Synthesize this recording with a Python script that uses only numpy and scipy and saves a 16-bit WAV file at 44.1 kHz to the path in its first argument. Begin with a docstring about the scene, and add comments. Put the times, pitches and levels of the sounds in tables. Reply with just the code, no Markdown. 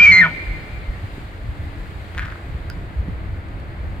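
"""A loud whistle is heard first, already under way: a bull elk ends its bugle in a meadow.
The whistle, a tone with overtones, steps down through registers and collapses, while the vocal folds
growl far below it and modulate it into sidebands. Decaying noise scatters the call as the trees' echo.
Shaped noise makes the wind on the microphone and a faint outdoor hush; a hum and a far rush join them.
Excited resonances make a crackling twig, close ticks and soft knocks."""
import sys
import numpy as np
from scipy import signal
from scipy.fft import rfft, irfft
from scipy.io import wavfile
from scipy.ndimage import uniform_filter1d, minimum_filter1d, map_coordinates

SR = 44100
rng = np.random.default_rng(int(sys.argv[2]) if len(sys.argv) > 2 else 0)


def materialize(psi):
    """Save the field psi as 16-bit PCM at rate SR to the path in sys.argv[1].

    A 1-D psi becomes a single channel; in a 2-D psi each row is a channel.
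    """
    bounded = np.clip(np.atleast_2d(psi).T, -1, 1)
    quanta = np.round(bounded * 32767).astype(np.int16)
    wavfile.write(sys.argv[1], SR, quanta)


N = 176400

# registers the whistle holds in turn: [start_s, end_s, first_pitch_hz, last_pitch_hz]
WHISTLE_REGISTERS = [(-.2, 0.009, 2222, 2345), (.009, 0.061, 2392, 2389), (.06, 0.108, 2240, 2296),
                     (0.111, .209, 2113, 2066), (.209, .235, 1923, 1728), (0.231, 0.256, 1492, 1468),
                     (0.251, 0.268, 1334, 1260), (0.259, 0.282, 1100, 860)]
REGISTER_ATTACK_S, REGISTER_RING_S = 0.0024, 0.0034  # time constants
# thin second whistle above the main one: [time_s, pitch_hz, level_db]
THIN_WHISTLE_PATH = [(0, 3115, -27), (.045, 3070, -33), (.095, 3053, -31), (.12, 2970, -35),
                     (.14, 2940, -75)]
# effort of the call: [time_s, whistle_level_db, fold_grip_depth (0-1), overtone_level_db re whistle]
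CALL_EFFORT = [(0, -6.5, 0.03, -35), (.035, -3.5, 0.04, -38), (.065, -4.5, 0.19, -42.5),
               (.109, -5, 0, -36.5), (.124, -8.5, 0.6, -14), (.16, -10, 0.3, -14), (.197, -7, 0.54, -20),
               (.22, -7.5, 0, -32.5), (.25, -17, 0, -31.5), (.266, -30.5, 1, -31), (.295, -50, 1, -32)]
# vocal folds: [time_s, pitch_hz, fundamental_level_db, throat_harmonics_level_db]
FOLD_PATH = [(0, 179.8, -24, -26), (.06, 179.7, -46.5, -29), (.11, 177.1, -22.5, -29),
             (.16, 180.9, -36.5, -27.5), (.22, 175.6, -21.5, -29), (.25, 163.4, -32, -20),
             (.28, 151.8, -31, -31), (.305, 147.3, -69, -47.5)]
# throat resonances, each used twice in cascade: [centre_hz, single_stage_width_hz, level_db]
THROAT_RESONANCES = [(660, 350, -8.5), (972, 140, -5), (1260, 120, -3), (1444, 35, 7.5), (1853, 95, 1),
                     (2310, 150, 5), (3060, 400, -11)]
# whistle overtones: [multiple, level_db re overtone level]
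WHISTLE_OVERTONES = [(2, 0.5), (3, -17), (4, -27), (5, -38), (6, -45.5)]
# rasp of air in the throat: [time_s, level_db]
RASP_LEVEL = [(0, -37.5), (.1, -35), (.2, -34.5), (.24, -28.5), (.266, -25.5), (.282, -40), (.32, -72)]
# spectrum of the hiss at the lips: [frequency_hz, density_db per Hz, relative]
LIP_SPECTRUM = [(500, -24), (2250, 8), (2800, -2.5), (3600, -11), (4600, -10.5), (5400, -8), (5850, -21),
                (6300, -4.5), (6900, -46.5), (7900, -14), (9000, -41.5), (15000, -55)]
# air at the lips: [time_s, level_db re whistle]
LIP_AIR_LEVEL = [(0, -20.5), (.105, -19.5), (.13, -22), (.21, -27.5), (.26, -30)]
# spread of pitch as a fraction; the collapse values are added gradually from COLLAPSE_S on
WHISTLE_JITTER, COLLAPSE_JITTER = 0.0029, 0.0082
FOLD_JITTER, FOLD_COLLAPSE_JITTER = 0.005, 0.038
COLLAPSE_S = 0.16
GRIP_SWING_RAD, GRIP_LEAD_RAD = 0.12, 0.36  # phase swing at full grip and its phase lead
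GRIP_SECOND = 0.27  # second harmonic of the grip, relative to the first
LEAD_S = .25  # the call starts this long before the scene
# the call across two microphone ports: [frequency_hz, left_lead_rad, left_minus_right_db]
PORT_DIFFERENCES = [(100, 0, -3.5), (1300, 0.77, -2.5), (1810, 1.07, 6), (2250, 0.47, -1.3), (3120, 2, 5.5),
                    (4200, 1.16, 2.5), (6130, 2, -5), (15000, 6.5, -4.5)]
NEAR_DB, NEAR_T60_S = -13.5, 0.13
TREES_DB, TREES_T60_S, TREES_DELAY_S, TREES_RISE_S = -25, 1.41, 0.039, 0.082
# colour of the echo: [frequency_hz, relative_level_db]
ECHO_COLOUR = [(100, -3.5), (1400, -10.5), (2080, -4.5), (2400, -8), (3200, -11.5), (4300, -9.5),
               (9000, -7.5)]
# early reflections from the ground and near trunks: [delay_s, level_db, left_minus_right_db]
EARLY_REFLECTIONS = [(.011, -30.5, -2), (.026, -22, -1), (.05, -21.5, 0.5)]
# smeared returns from far stands of trees: [delay_s, level_db]
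FAR_RETURNS = [(.19, -49), (0.344, -35), (0.689, -42)]
RETURN_T60_S = 0.47
# spectrum of wind on the microphone: [frequency_hz, density_db per Hz, relative]
WIND_SPECTRUM = [(15, -15), (28, 4), (45, 7.5), (65, 9), (95, 7), (130, -1.5), (200, -9), (300, -38.5),
                 (600, -60)]
# level of the wind before its flutter: [time_s, level_db]
WIND_COURSE = [(0, -30), (.35, -35.5), (.65, -31), (1.1, -31), (1.3, -36.5), (1.48, -30), (1.72, -30.5),
               (1.85, -24), (2.1, -35.5), (2.28, -28), (2.4, -38.5), (2.55, -28), (2.85, -32), (3.05, -27),
               (3.35, -29.5), (3.6, -34), (4, -28)]
WIND_SIDE_DB = -12  # left-right difference part, re common part
# buffets on the microphone: [time_s, peak_db, pitch_hz, length_s]
WIND_BUFFETS = [(0.506, -16, 44.3, 0.032), (0.896, -14, 43, 0.013), (1.043, -21.5, 93, 0.018),
                (1.471, -25, 106.5, 0.032), (2.554, -25.5, 72, .018), (2.988, -17.5, 65.4, 0.024),
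                (3.09, -25.5, 173.5, 0.019), (3.391, -21, 78.4, 0.013)]
# spectrum of the outdoor hush: [frequency_hz, density_db per Hz, relative]
HUSH_SPECTRUM = [(100, -0.5), (200, -0.5), (400, -4.5), (650, -5.5), (950, -10.5), (1500, -10),
                 (2100, -11.5), (2700, -19.5), (3300, -23), (4300, -26.5), (5000, -33), (5800, -59.5),
                 (9000, -52)]
# spectrum of the leafy hiss: [frequency_hz, density_db per Hz, relative]
HISS_SPECTRUM = [(3000, -31), (5000, -10), (5800, -9.5), (7500, -5), (9500, -9.5), (11500, -13),
                 (14000, -10.5), (16000, -21)]
HISS_DB = -67.5  # before the treble level and wandering
# likeness of the hush left and right: [frequency_hz, correlation]
HUSH_LIKENESS = [(100, 0.98), (300, 0.87), (650, 0.73), (1400, 0), (2200, 0.23), (6000, 0.16),
                 (15000, 0.05)]
# level of the hush before its wandering: [time_s, level_db]
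HUSH_COURSE = [(0, -36.5), (1, -40), (2, -40), (2.6, -39.5), (3.02, -39.5), (3.14, -39), (3.45, -40),
               (4, -39)]
# gain on the upper hush and the hiss: [time_s, gain_db]
TREBLE_GAIN = [(0, 9.5), (.55, 7), (.9, 4.5), (1.15, 7.5), (1.4, 3.5), (2.05, 6), (2.5, 3.5), (3.1, 0),
               (4, 0.5)]
# faint far hum before its wandering: [pitch_hz, peak_db]
FAR_HUM = [(286, -49), (334, -50.5)]
# spectrum of the far rush from the left: [frequency_hz, density_db per Hz, relative]
RUSH_SPECTRUM = [(200, -17), (500, -5.5), (1200, 1.5), (2100, -1.5), (3000, -14.5), (4500, -17),
                 (5800, -41.5), (9000, -50.5)]
RUSH_DB, RUSH_PAN_DB, RUSH_LAG_S = -48.5, 2.5, 0.00041
# soft knocks: [time_s, peak_db, pitch_ratio]
KNOCK_EVENTS = [(1.181, -23.5, 1), (2.841, -32.5, 1), (3.084, -23, 0.83), (3.18, -30, 0.82), (3.36, -28, 1)]
# knock colour at pitch ratio 1: [frequency_hz, relative_level_db]
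KNOCK_COLOUR = [(80, 2), (200, 1.5), (340, 6.5), (600, -8.5), (1000, -21), (3000, -50)]
KNOCK_T60_S = 0.032
# twig cracks, before panning: [time_s, peak_db, pitch_ratio]
TWIG_CRACKS = [(2.149, -25.5, 1.1), (2.173, -25, 0.81), (2.179, -15, 1.15), (2.1845, -15.5, 1.06),
               (2.19, -30, 1.1), (2.1942, -12, 1.04), (2.202, -25, 0.8), (2.208, -30, 1.3),
               (2.2215, -25, 1.3), (2.2295, -23, 0.81), (2.2505, -26, 1.07), (2.254, -29, 1.77),
               (2.258, -22, 0.86), (2.268, -27.5, 0.87), (2.284, -29, 0.86), (2.303, -36.5, 2.1),
               (2.3184, -29, 0.86), (2.323, -24.5, 0.9), (2.3573, -31.5, 0.72)]
# twig colour at pitch ratio 1: [frequency_hz, relative_level_db]
TWIG_COLOUR = [(400, -30), (1000, -3.5), (1450, 10.5), (1950, 8.5), (2600, -.5), (3300, -6), (5000, -19),
               (9000, -23), (15000, -32)]
CRACK_T60_S, TWIG_ECHO_DB, TWIG_ECHO_T60_S = 0.011, -11.5, .5
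# splinters after the break: start, time constant of their delays, level at the start, fall
SPLINTER_START_S, SPLINTER_SPREAD_S, SPLINTER_DB, SPLINTER_DB_PER_S = 2.2, 0.062, -31, -35
# close ticks, before panning: [time_s, peak_db, pitch_ratio]
TICK_EVENTS = [(2.7005, -19.5, 1), (3.487, -39, 0.63), (3.6, -38, 0.9)]
# tick colour at pitch ratio 1: [frequency_hz, relative_level_db]
TICK_COLOUR = [(500, -21), (1100, -25), (1450, 14), (1900, -6), (2700, -3), (4200, -15), (4900, 3),
               (5600, -12), (7500, -18), (10000, -15), (13500, -15), (16000, -21)]
TICK_T60_S, TICK_TAIL_DB, TICK_TAIL_T60_S = 0.0052, -10, 0.12
TOP_HZ = 15850
CEILING, LIMITER_S = .98, .004  # limiter threshold (full scale 1) and smoothing time


def undb(db):
    """Logarithmic level: decibels to amplitude gain."""
    return 10 ** (np.asarray(db) / 20)


def curve(table, t, axis=1):
    """Linear interpolation: one column of a table, joined by straight lines."""
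    rows = np.array(table, float)
    return np.interp(t, rows[:, 0], rows[:, axis])


def over_hz(table, size, axis=1):
    """Logarithmic frequency: a table read at the bins of a signal of this size."""
    rows = np.array(table, float)
    bins_hz = np.arange(size // 2 + 1) * SR / size
    return np.interp(np.log(bins_hz + 1), np.log(rows[:, 0]), rows[:, axis])


def unit(x):
    """Normalisation: scale to rms 1."""
    return x / np.sqrt(np.mean(x ** 2))


def noise(colour, size):
    """Spectral shaping: white noise filtered to a given spectrum, rms 1."""
    spectrum = rfft(rng.standard_normal(size))
    return unit(irfft(spectrum * undb(over_hz(colour, size)), size))


def walk(rate_hz, size):
    """Slow modulation: random points at a given rate, smoothly joined, spread near 1."""
    at = np.arange(size) * rate_hz / SR
    return map_coordinates(rng.standard_normal(4096), [at], order=2, mode="mirror")


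def phase_of(pitch_hz):
    """Instantaneous frequency: phase in radians is its running sum."""
    return 2 * np.pi * np.cumsum(pitch_hz) / SR


def swell(t, start, end, attack, release):
    """Exponential build-up and decay: rises at the start, holds, rings out after the end."""
    rise = 1 - np.exp(-np.maximum(t - start, 0) / attack)
    return rise * np.exp(-np.maximum(t - end, 0) / release)


def throat(x):
    """Resonance: parallel formants, each squared for steep flanks."""
    f = np.arange(len(x) // 2 + 1) * SR / len(x) + 1
    response = 0
    for hz, width, db in THROAT_RESONANCES:
        response = response + undb(db) / (1 + 1j * (f / hz - hz / f) * hz / width) ** 2
    return irfft(rfft(x) * response, len(x))


def echo(x, t60, colour, delay=0., rise=0.0055):
    """Diffuse scattering: convolution with decaying noise, unrelated left and right."""
    size = 2 * SR
    age = np.maximum(np.arange(size) / SR - delay, 0)
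    shape = (1 - np.exp(-age / rise)) * np.exp(-np.log(1000) * age / t60)
    sides = []
    for _ in range(2):
        response = unit(shape * noise(colour, size))
        sides.append(signal.fftconvolve(x, response)[:len(x)])
    return np.array(sides) / np.sqrt(size)


def placed(x, pan_db, lag_s):
    """Interaural level and time difference: positive values favour the left."""
    late = map_coordinates(x, [np.arange(N) - lag_s * SR], order=3)
    return np.array([x * undb(pan_db / 2), late * undb(-pan_db / 2)])


def whistle_sound(t, fold, waver):
    """Amplitude and phase modulation: the folds shake a tone that breaks between registers."""
    level_db, grip, bright_db = [curve(CALL_EFFORT, t, axis=column) for column in (1, 2, 3)]
    shake = 1 + grip * (np.cos(fold) + GRIP_SECOND * np.cos(2 * fold))
    overtone_shake = 1 + .35 * grip * np.cos(fold)
    phase_swing = GRIP_SWING_RAD * grip * np.sin(fold + GRIP_LEAD_RAD)
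    whistle = undb(curve(LIP_AIR_LEVEL, t)) * noise(LIP_SPECTRUM, len(t))
    for start, end, first_hz, last_hz in WHISTLE_REGISTERS:
        pitch = np.interp(t, [start, end], [first_hz, last_hz]) * waver
        phase = phase_of(pitch) + phase_swing
        overtones = undb(bright_db) * sum(undb(db) * np.sin(round(k) * phase) for k, db in WHISTLE_OVERTONES)
        tone = shake * np.sin(phase) + overtone_shake * overtones
        envelope = swell(t, start, end, REGISTER_ATTACK_S, REGISTER_RING_S)
        whistle = whistle + np.sqrt(2) * envelope * tone
    return undb(level_db) * whistle


def thin_whistle(t, waver):
    """Simple oscillation: a faint second sine shares the whistle's pitch wavering."""
    tone = np.sqrt(2) * np.sin(phase_of(curve(THIN_WHISTLE_PATH, t) * waver))
    return undb(curve(THIN_WHISTLE_PATH, t, axis=2)) * tone


def fold_growl(t, fold):
    """Source and filter: a fold fundamental, with higher harmonics through the throat."""
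    fundamental = undb(curve(FOLD_PATH, t, axis=2)) * np.sqrt(2) * np.sin(fold)
    pulses = sum(np.cos(k * fold) for k in range(2, 24))
    return fundamental + undb(curve(FOLD_PATH, t, axis=3)) * unit(throat(pulses))


def throat_rasp(t, fold):
    """Turbulence: noise pulsing with the folds is filtered by the throat."""
    air = rng.standard_normal(len(t)) * (1 + 0.32 * np.cos(fold))
    return undb(curve(RASP_LEVEL, t)) * unit(throat(air))


def elk(t):
    """Coupled oscillators: the folds growl through the throat and shake the whistle."""
    size = len(t)
    slack = np.clip((t - COLLAPSE_S) / 0.057, 0, 1)
    fold_waver = 1 + (FOLD_JITTER + FOLD_COLLAPSE_JITTER * slack) * walk(170, size)
    fold = phase_of(curve(FOLD_PATH, t) * fold_waver)
    waver = 1 + (WHISTLE_JITTER + COLLAPSE_JITTER * slack) * walk(400, size)
    call = whistle_sound(t, fold, waver) + thin_whistle(t, waver)
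    call = call + fold_growl(t, fold) + throat_rasp(t, fold)
    return call * np.clip((RASP_LEVEL[-1][0] - t) / 0.033, 0, 1)


def bugle():
    """Superposition of paths: direct call, early reflections, near scatter and tree echoes."""
    lead = int(LEAD_S * SR)
    size = N + lead
    t = (np.arange(size) - lead) / SR
    call = elk(t) * np.clip((t + LEAD_S) / LEAD_S, 0, 1)
    turn, pan_db = over_hz(PORT_DIFFERENCES, size), over_hz(PORT_DIFFERENCES, size, axis=2)
    spectrum = rfft(call)
    direct = np.array([irfft(spectrum * np.exp(.5j * s * turn) * undb(s * pan_db / 2), size)
                       for s in (1, -1)])
    early = 0
    for delay, db, pan in EARLY_REFLECTIONS:
        side_db = db + np.array([[pan], [-pan]]) / 2
        early = early + undb(side_db) * np.roll(call, int(delay * SR))
    near = undb(NEAR_DB) * echo(call, NEAR_T60_S, ECHO_COLOUR)
    far = undb(TREES_DB) * echo(call, TREES_T60_S, ECHO_COLOUR, TREES_DELAY_S, TREES_RISE_S)
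    returns = sum(undb(db) * echo(call, RETURN_T60_S, ECHO_COLOUR, delay) for delay, db in FAR_RETURNS)
    return (direct + early + near + far + returns)[:, lead:]


def wind(t):
    """Turbulent pressure: eddies rumble as low noise; sine bursts make the buffets."""
    mid, side = noise(WIND_SPECTRUM, N), noise(WIND_SPECTRUM, N)
    stereo = mid + undb(WIND_SIDE_DB) * side * np.array([[1], [-1]])
    flutter_db = 2.5 * walk(16, N)
    out = undb(curve(WIND_COURSE, t) + flutter_db) * stereo
    for at, db, hz, length in WIND_BUFFETS:
        envelope = np.exp(-((t - at) / length) ** 2)
        out = out + undb(db) * envelope * np.sin(2 * np.pi * (hz * (t - at) + rng.random()))
    return out


def far_hum():
    """Random modulation: faint sines wander in level and pitch."""
    hum = 0
    for hz, db in FAR_HUM:
        tone = np.sin(phase_of(hz * (1 + 0.01098 * walk(10, N))))
        hum = hum + undb(db + 2.83 * walk(6.08, N)) * tone
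    return hum


def far_rush():
    """Directional cues: shaped noise is louder and earlier on the left."""
    rush = undb(RUSH_DB + 0.72 * walk(3, N)) * noise(RUSH_SPECTRUM, N)
    return placed(rush, RUSH_PAN_DB, RUSH_LAG_S)


def meadow(t):
    """Partial coherence: stereo hush and an easing leafy hiss, with the far hum and rush."""
    like = np.clip(over_hz(HUSH_LIKENESS, N), -1, 1)
    mid, side = (irfft(rfft(noise(HUSH_SPECTRUM, N)) * np.sqrt((1 + s * like) / 2), N) for s in (1, -1))
    hush = undb(curve(HUSH_COURSE, t) + 0.27 * walk(5.38, N)) * np.array([mid + side, mid - side])
    high = signal.sosfiltfilt(signal.butter(2, 2300, "high", fs=SR, output="sos"), hush)
    hiss = undb(HISS_DB + 0.55 * walk(19, N)) * np.array([noise(HISS_SPECTRUM, N), noise(HISS_SPECTRUM, N)])
    pan_db = np.array([[3], [-3]]) / 2  # the upper hush leans left
    treble = (high * undb(pan_db) + hiss) * undb(curve(TREBLE_GAIN, t))
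    return hush - high + treble + far_hum() + far_rush()


def snaps(events, colour, t60):
    """Impulse response: a click and a short noise burst excite an object's resonances."""
    size = 8192
    out, age = np.zeros(N + size), np.arange(size) / SR
    for at, db, ratio in events:
        shifted = [(hz * ratio, gain) for hz, gain in colour]
        # folding the cepstrum gives a minimum-phase ring, with its energy at the start
        cepstrum = irfft(np.log(undb(over_hz(shifted, size))), size)
        ring = irfft(np.exp(rfft(2 * cepstrum * (np.arange(size) < size // 2))), size)
        burst = (age == 0) + 0.09 * rng.standard_normal(size) * np.exp(-np.log(1000) * age / t60)
        sound = signal.fftconvolve(burst, ring)[:size]
        start = int(at * SR)
        out[start:start + size] += undb(db) * sound / np.abs(sound).max()
    return out[:N]


def knocks():
    """Damped resonance: soft low knocks in the middle."""
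    return snaps(KNOCK_EVENTS, KNOCK_COLOUR, KNOCK_T60_S)


def splinters(count=16):
    """Exponential waiting times: random cracks thin out; rows (time_s, peak_db, pitch_ratio)."""
    chance = rng.random((count, 3))
    age = -SPLINTER_SPREAD_S * np.log(1 - .98 * chance[:, 0])
    scatter_db = 7 * (chance[:, 1] - .5)
    scatter_octaves = .8 * (chance[:, 2] - .4)
    peak_db = SPLINTER_DB + SPLINTER_DB_PER_S * age + scatter_db
    return zip(SPLINTER_START_S + age, peak_db, 2 ** scatter_octaves)


def twig_break():
    """Brittle fracture: cracks and splinters ring the twig and scatter diffusely."""
    twig = snaps([*TWIG_CRACKS, *splinters()], TWIG_COLOUR, CRACK_T60_S)
    echo_colour = [(300, 5), (1600, 11.5), (3000, 0), (9000, -9)]  # frequency_hz, level_db
    scatter = undb(TWIG_ECHO_DB) * echo(twig, TWIG_ECHO_T60_S, echo_colour)
    return placed(twig, pan_db=3.0, lag_s=.00005) + scatter


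def ticks():
    """Impulsive excitation: close ticks on the right, each with a brief diffuse tail."""
    tick = snaps(TICK_EVENTS, TICK_COLOUR, TICK_T60_S)
    tail_colour = [(1500, 0), (5000, 0), (7000, -15)]  # frequency_hz, level_db
    tail = undb(TICK_TAIL_DB) * echo(tick, TICK_TAIL_T60_S, tail_colour)
    return placed(tick, pan_db=-7, lag_s=.00002) + tail


def scene():
    """Superposition: the elk, wind, meadow and small close sounds add together."""
    t = np.arange(N) / SR
    return bugle() + wind(t) + meadow(t) + knocks() + twig_break() + ticks()


def record(dry):
    """Peak limiting and band limiting: fast gain control, then a low-pass cut."""
    size = int(LIMITER_S * SR)
    room = np.minimum(1, CEILING / np.abs(dry).max(axis=0))
    gain = uniform_filter1d(minimum_filter1d(room, 2 * size), size)
    low_pass = signal.ellip(8, .05, 50, TOP_HZ, fs=SR, output="sos")
    return signal.sosfiltfilt(low_pass, dry * gain)


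dry = scene()
out = record(dry)
materialize(out)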